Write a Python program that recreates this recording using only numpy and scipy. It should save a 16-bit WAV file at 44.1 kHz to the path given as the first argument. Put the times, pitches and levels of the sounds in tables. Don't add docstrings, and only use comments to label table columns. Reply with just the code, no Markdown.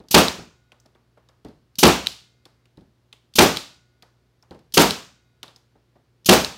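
import sys
import numpy as np
from scipy import signal
from scipy.fft import rfft, irfft
from scipy.io import wavfile
from scipy.ndimage import uniform_filter1d

SR = 44100
rng = np.random.default_rng(int(sys.argv[2]) if len(sys.argv) > 2 else 0)


def store_pcm(level_fs):
    pcm = np.round(np.clip(level_fs, -1, 1) * 32767).astype(np.int16)
    wavfile.write(sys.argv[1], SR, np.atleast_2d(pcm).T)


N = 289895
T = np.arange(SR) / SR

# frequency in Hz, relative density in dB.
ROOM_AIR_SPECTRUM = [(20, -26), (40, -18), (58, -4), (120, -3), (200, -9), (400, -11), (800, -20),
                     (1400, -22), (2500, -27), (4500, -28), (8000, -38), (16000, -42)]
BUMP_SPECTRUM = [(25, -26), (45, -11), (65, -2), (130, -2), (220, 0), (520, -3), (800, -10), (1300, -19),
                 (2200, -27), (6000, -42), (16000, -60)]
CLICK_SPECTRUM = [(500, -23.5), (1900, -16.5), (2900, -5.5), (4000, -2), (5000, -5.5), (6500, -13.5),
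                  (11000, -19), (16000, -27.5)]
VALVE_SPECTRUM = [(40, -25.5), (170, -5), (450, -13.5), (2000, -18), (2900, -1.5), (4300, -1), (5000, -0.5),
                  (6200, 0.5), (7500, -7), (10000, -6.5), (11500, -1), (13500, -6), (16000, -12.5)]
EXHAUST_SPECTRUM = [(100, -13.5), (600, 0), (2000, -0.5), (4500, 2.5), (7000, -2), (10000, -4),
                    (13800, -4.5), (16000, -6.5)]
THUD_SPECTRUM = [(25, -34.5), (45, -27.5), (65, -10.5), (125, -10.5), (170, -0.5), (400, -1.5), (850, -7),
                 (1300, -11), (2200, -20), (6000, -30.5), (16000, -46.5)]
CRACK_SPECTRUM = [(40, -20), (200, -10), (900, -0.5), (1800, -5), (2600, 2), (4500, -1), (7000, -8),
                  (10000, -18), (16000, -20)]
# frequency in Hz, relative level in dB, t60 in seconds.
# Low boom of the garage (63.5 Hz room mode), then the ringing of frames and jig.
ROOM_AND_WOOD_MODES = [(63.5, -13, .4), (102.6, -21.5, .25), (158, -4.5, .21), (185, -5, .26),
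                       (248, -7.5, .23), (294, -6, .21), (345, -4.5, .18), (370, -3, .22), (435, -4.5, .22),
                       (588, -9, .17), (612, -6.5, .27), (700, -8.5, .12), (776, -7, .28), (834, -7, .28),
                       (905, -7, .28), (1260, -12, .24), (1605, -15, .22)]
# frequency in Hz, relative level in dB, t60 in seconds.
STEEL_MODES = [(1330, -25, .3), (2318, -24, .33), (2580, -20, .32), (3690, -25, .45), (4249, -24, .34),
               (4860, -27, .32)]
MAGAZINE_SPRING_MODES = [(1453, -61, 2.2), (2110, -68, 2), (2487, -71, 2), (3784, -68, 1.9),
                         (4700, -70, 1.9)]
TRIGGER_MODES = [(3200, -8, .009), (4000, -1, .012), (4550, -7, .008)]
# frequency in Hz, rms level in dB.
HUM_PARTIALS = [(60, -73), (119.5, -66.5), (241, -83), (360, -80.5)]
# frequency in Hz, t60 in seconds.
GARAGE_DECAY = [(60, 0.55), (250, .32), (700, 0.36), (1500, 0.43), (4000, 0.41), (7000, 0.45),
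                (11000, 0.33), (16000, 0.34)]
# centre in Hz, width in Hz, lift in dB.
PORT_RESONANCES = [(5250, 200, 2.5), (5868, 950, 2.5), (8560, 600, 2), (12800, 400, 4.5)]
# start in seconds, relative click level in dB, pitch in Hz,
# relative level of the tap on the wood in dB.
SAFETY_CLICKS = [(0.7193, -40, 3220, -55.5), (0.8005, -46.5, 5980, -86), (0.8594, -46.5, 4820, -70),
                 (0.9497, -57.5, 3470, -59.5), (1.2879, -46, 4740, -58), (2.4542, -36, 4310, -54),
                 (2.6554, -46.5, 3100, -69.5), (3.1275, -30.5, 3220, -59.5), (4.0238, -36.5, 4270, -53),
                 (4.4256, -48, 5370, -59.5), (4.5907, -47, 3820, -82), (5.4301, -21.5, 3650, -45),
                 (5.48, -38.5, 3760, -54.5), (5.5612, -38.5, 5040, -62.5)]
# start in seconds, relative level in dB, pitch factor (firm is higher).
NOSE_LANDINGS = [(.001, -47, 0.9), (.385, -37.5, 0.72), (1.448, -36.5, .65), (2.7729, -44.5, .5),
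                 (4.5089, -38, 0.88)]
# pull in seconds, release in seconds, relative snap level in dB.
TRIGGER_SQUEEZES = [(.085, .2832, -11), (1.7552, 2.0699, -5), (3.338, 3.5705, -5.5), (4.7232, 4.9075, -6),
                    (6.2465, 6.4468, -9)]
# valve opening and strike in seconds, relative levels of valve, blow and exhaust in dB,
# bending note of the struck frame in Hz, its relative level in dB.
STAPLE_SHOTS = [(0.107, .1420, 0.5, -1, 0.5, 185.2, 0.5), (1.783, 1.829, 1.5, -1, -2.5, 254.7, -8),
                (3.353, 3.384, -0.5, -1.5, 0, 358.4, 4), (4.737, 4.771, 0.5, -3, 1.5, 372, 2.5),
                (6.256, 6.2878, -1, -1.5, 2.5, 191.7, -1)]


def amp(db):
    return 10 ** (np.asarray(db) / 20)


def log_interp(points, hz):
    points_hz, values = np.transpose(points)
    return np.interp(np.log(hz + 1), np.log(points_hz + 1), values)


def noise(spectrum, size=SR, shift=1):
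    hz = np.fft.rfftfreq(size, 1 / SR)
    shaped = irfft(rfft(rng.standard_normal(size)) * amp(log_interp(spectrum, hz / shift)), size)
    return shaped / np.sqrt(np.mean(shaped ** 2) + 1e-20)


def fade(t60_s, t=T):
    return np.exp(-np.log(1000) * t / t60_s)


def burst(rise_s, hold_s, t60_s):
    return np.minimum(T / rise_s, 1) * fade(t60_s, np.maximum(T - hold_s, 0))


def ring(modes, scatter_db, detune=0):
    hz, db, t60_s = np.transpose(modes)[:, :, None]
    gain = amp(db + scatter_db * rng.standard_normal(hz.shape))
    hz = hz * (1 + detune * rng.standard_normal(hz.shape))
    return np.sum(gain * fade(t60_s) * np.sin(2 * np.pi * (hz * T + rng.random(hz.shape))), 0)


def add(track, start_s, sound):
    start = max(round(start_s * SR), 0)
    part = sound[:max(N - start, 0)]
    track[start:start + len(part)] += part


def garage_burst(spectrum, envelope, wet_db, shift=1, build_s=0.014):
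    hz, t, spectrogram = signal.stft(noise(spectrum, shift=shift), SR, nperseg=256)
    power = np.interp(t, T, uniform_filter1d(envelope ** 2, size=128))
    t60_s = log_interp(GARAGE_DECAY, hz)[:, None]
    decay = (fade(t60_s, t) * np.minimum(t / build_s, 1)) ** 2
    stored = signal.fftconvolve(power[None], decay / decay.sum(1).mean(), axes=1)[:, :len(t)]
    tail = signal.istft(spectrogram * np.sqrt(np.abs(stored)), SR, nperseg=256)[1][:SR]
    return noise(spectrum, shift=shift) * envelope + amp(wet_db) * tail


def background(air_db=-68):
    t = np.arange(N) / SR
    hum = sum(amp(db) * np.sqrt(2) * np.sin(2 * np.pi * (hz * t + rng.random()))
              for hz, db in HUM_PARTIALS)
    return amp(air_db) * noise(ROOM_AIR_SPECTRUM, size=N) + hum


def wood_knock(shift, t60_s, ring_db):
    envelope = burst(rise_s=0.0039, hold_s=0.012, t60_s=t60_s)
    bump = garage_burst(BUMP_SPECTRUM, envelope, wet_db=-5, shift=shift)
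    ringing = ring(ROOM_AND_WOOD_MODES, scatter_db=1.5) * burst(rise_s=0.0007, hold_s=0.003, t60_s=0.81)
    return bump + amp(ring_db) * ringing


def frame_taps(taps_per_s=1.2):
    out = np.zeros(N)
    for when, strength, pitch in rng.random((round(taps_per_s * N / SR), 3)):
        tap = wood_knock(1 + pitch, t60_s=0.04, ring_db=-13.5)
        add(out, when * N / SR, amp(-59 + 4 * strength) * tap)
    return out


def steel_click(hz, t60_s, tick_db, wet_db):
    shift = hz / 4000
    envelope = burst(rise_s=0.0004, hold_s=0.0011, t60_s=t60_s)
    tick = garage_burst(CLICK_SPECTRUM, envelope, wet_db, shift)
    ping = ring(np.multiply(TRIGGER_MODES, [shift, 1, 1]), scatter_db=4.5) * np.minimum(T / 0.0002, 1)
    return amp(tick_db) * tick + amp(-5) * ping


def safety_nose():
    out = np.zeros(N)
    for start_s, click_db, hz, tap_db in SAFETY_CLICKS:
        add(out, start_s, amp(click_db - 1.5) * steel_click(hz, t60_s=0.028, tick_db=-11, wet_db=-10.5))
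        add(out, start_s, amp(tap_db + 1) * wood_knock(shift=2.2, t60_s=0.025, ring_db=-21))
    return out


def nose_landings(settle_s=0.037, settle_db=-9):
    out = np.zeros(N)
    for start_s, db, shift in NOSE_LANDINGS:
        for delay_s, step_db in [(0, 0), (settle_s, settle_db)]:
            tick = steel_click(hz=4060, t60_s=0.02, tick_db=-11, wet_db=-7)
            knock = wood_knock(shift, t60_s=0.055 / shift, ring_db=-15.5)
            add(out, start_s + delay_s, amp(db + step_db) * (knock + amp(-2.5) * tick))
    return out


def trigger(catch_lead_s=0.0076, catch_db=-15):
    out = np.zeros(N)
    for pull_s, release_s, snap_db in TRIGGER_SQUEEZES:
        add(out, pull_s, amp(-37.5) * steel_click(hz=4570, t60_s=0.023, tick_db=-8.5, wet_db=-9))
        for lead_s, step_db in [(catch_lead_s, catch_db), (0, 0)]:
            snap = steel_click(hz=3953, t60_s=0.01, tick_db=-12, wet_db=-10)
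            add(out, release_s - lead_s, amp(snap_db + step_db) * snap)
    return out


def valve(opening_s=0.0046, jolt_hz=190):
    opening = np.minimum(T / opening_s, 1) ** 2
    envelope = opening * burst(rise_s=0.002, hold_s=0.0086, t60_s=0.11)
    hiss = garage_burst(VALVE_SPECTRUM, envelope, wet_db=-2)
    jolt = np.sin(2 * np.pi * jolt_hz * T) * opening * fade(t60_s=0.034)
    return hiss + amp(-0.5) * jolt


def exhaust():
    puff = garage_burst(EXHAUST_SPECTRUM, burst(rise_s=0.028, hold_s=0.037, t60_s=0.059), wet_db=-7)
    hz = np.fft.rfftfreq(SR, 1 / SR)
    response = 1
    for centre_hz, width_hz, lift_db in PORT_RESONANCES:
        damping = 1j * hz * width_hz
        response += (amp(lift_db) - 1) * damping / (centre_hz ** 2 - hz ** 2 + damping)
    return irfft(rfft(puff) * response, SR)


def wood_blow(frame_hz, frame_db):
    thud = garage_burst(THUD_SPECTRUM, burst(rise_s=0.0017, hold_s=0.045, t60_s=0.18), wet_db=-8.5)
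    boom = ring(ROOM_AND_WOOD_MODES, scatter_db=3, detune=0.015) * np.minimum(T / 0.006, 1)
    bend = np.sin(2 * np.pi * frame_hz * T) * burst(rise_s=0.007, hold_s=0.027, t60_s=0.12)
    return amp(-7.5) * thud + amp(-10) * (boom + amp(frame_db) * bend)


def piston_crack():
    return garage_burst(CRACK_SPECTRUM, burst(rise_s=0.0061, hold_s=0.008, t60_s=0.02), wet_db=-6.5)


def shots(crack_delay_s=0.0005, exhaust_delay_s=0.013):
    out = np.zeros(N)
    for valve_s, strike_s, valve_db, blow_db, exhaust_db, frame_hz, frame_db in STAPLE_SHOTS:
        add(out, valve_s, amp(valve_db - 22) * valve())
        add(out, strike_s, amp(blow_db) * wood_blow(frame_hz, frame_db))
        add(out, strike_s + crack_delay_s, amp(blow_db) * piston_crack())
        add(out, strike_s, amp(blow_db - 6.5) * ring(STEEL_MODES, scatter_db=3, detune=0.004))
        add(out, strike_s, ring(MAGAZINE_SPRING_MODES, scatter_db=2))
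        add(out, strike_s + exhaust_delay_s, amp(exhaust_db - 19) * exhaust())
    return out


def scene():
    return (shots() + trigger() + nose_landings() + safety_nose() + frame_taps() + background())[None]


def record(dry, ceiling=0.6, hardness=5, low_cut_hz=30, treble_hz=1500, treble_mix_db=-12, top_hz=15900):
    clipped = dry / (1 + np.abs(dry / ceiling) ** hardness) ** (1 / hardness)
    body = signal.sosfilt(signal.butter(1, low_cut_hz, "high", fs=SR, output="sos"), clipped)
    treble = signal.sosfilt(signal.butter(1, treble_hz, "high", fs=SR, output="sos"), body)
    band_limit = signal.firwin(301, top_hz, window="blackman", fs=SR)
    return signal.fftconvolve(body + amp(treble_mix_db) * treble, band_limit[None], "same")


dry = scene()
out = record(dry)
store_pcm(out)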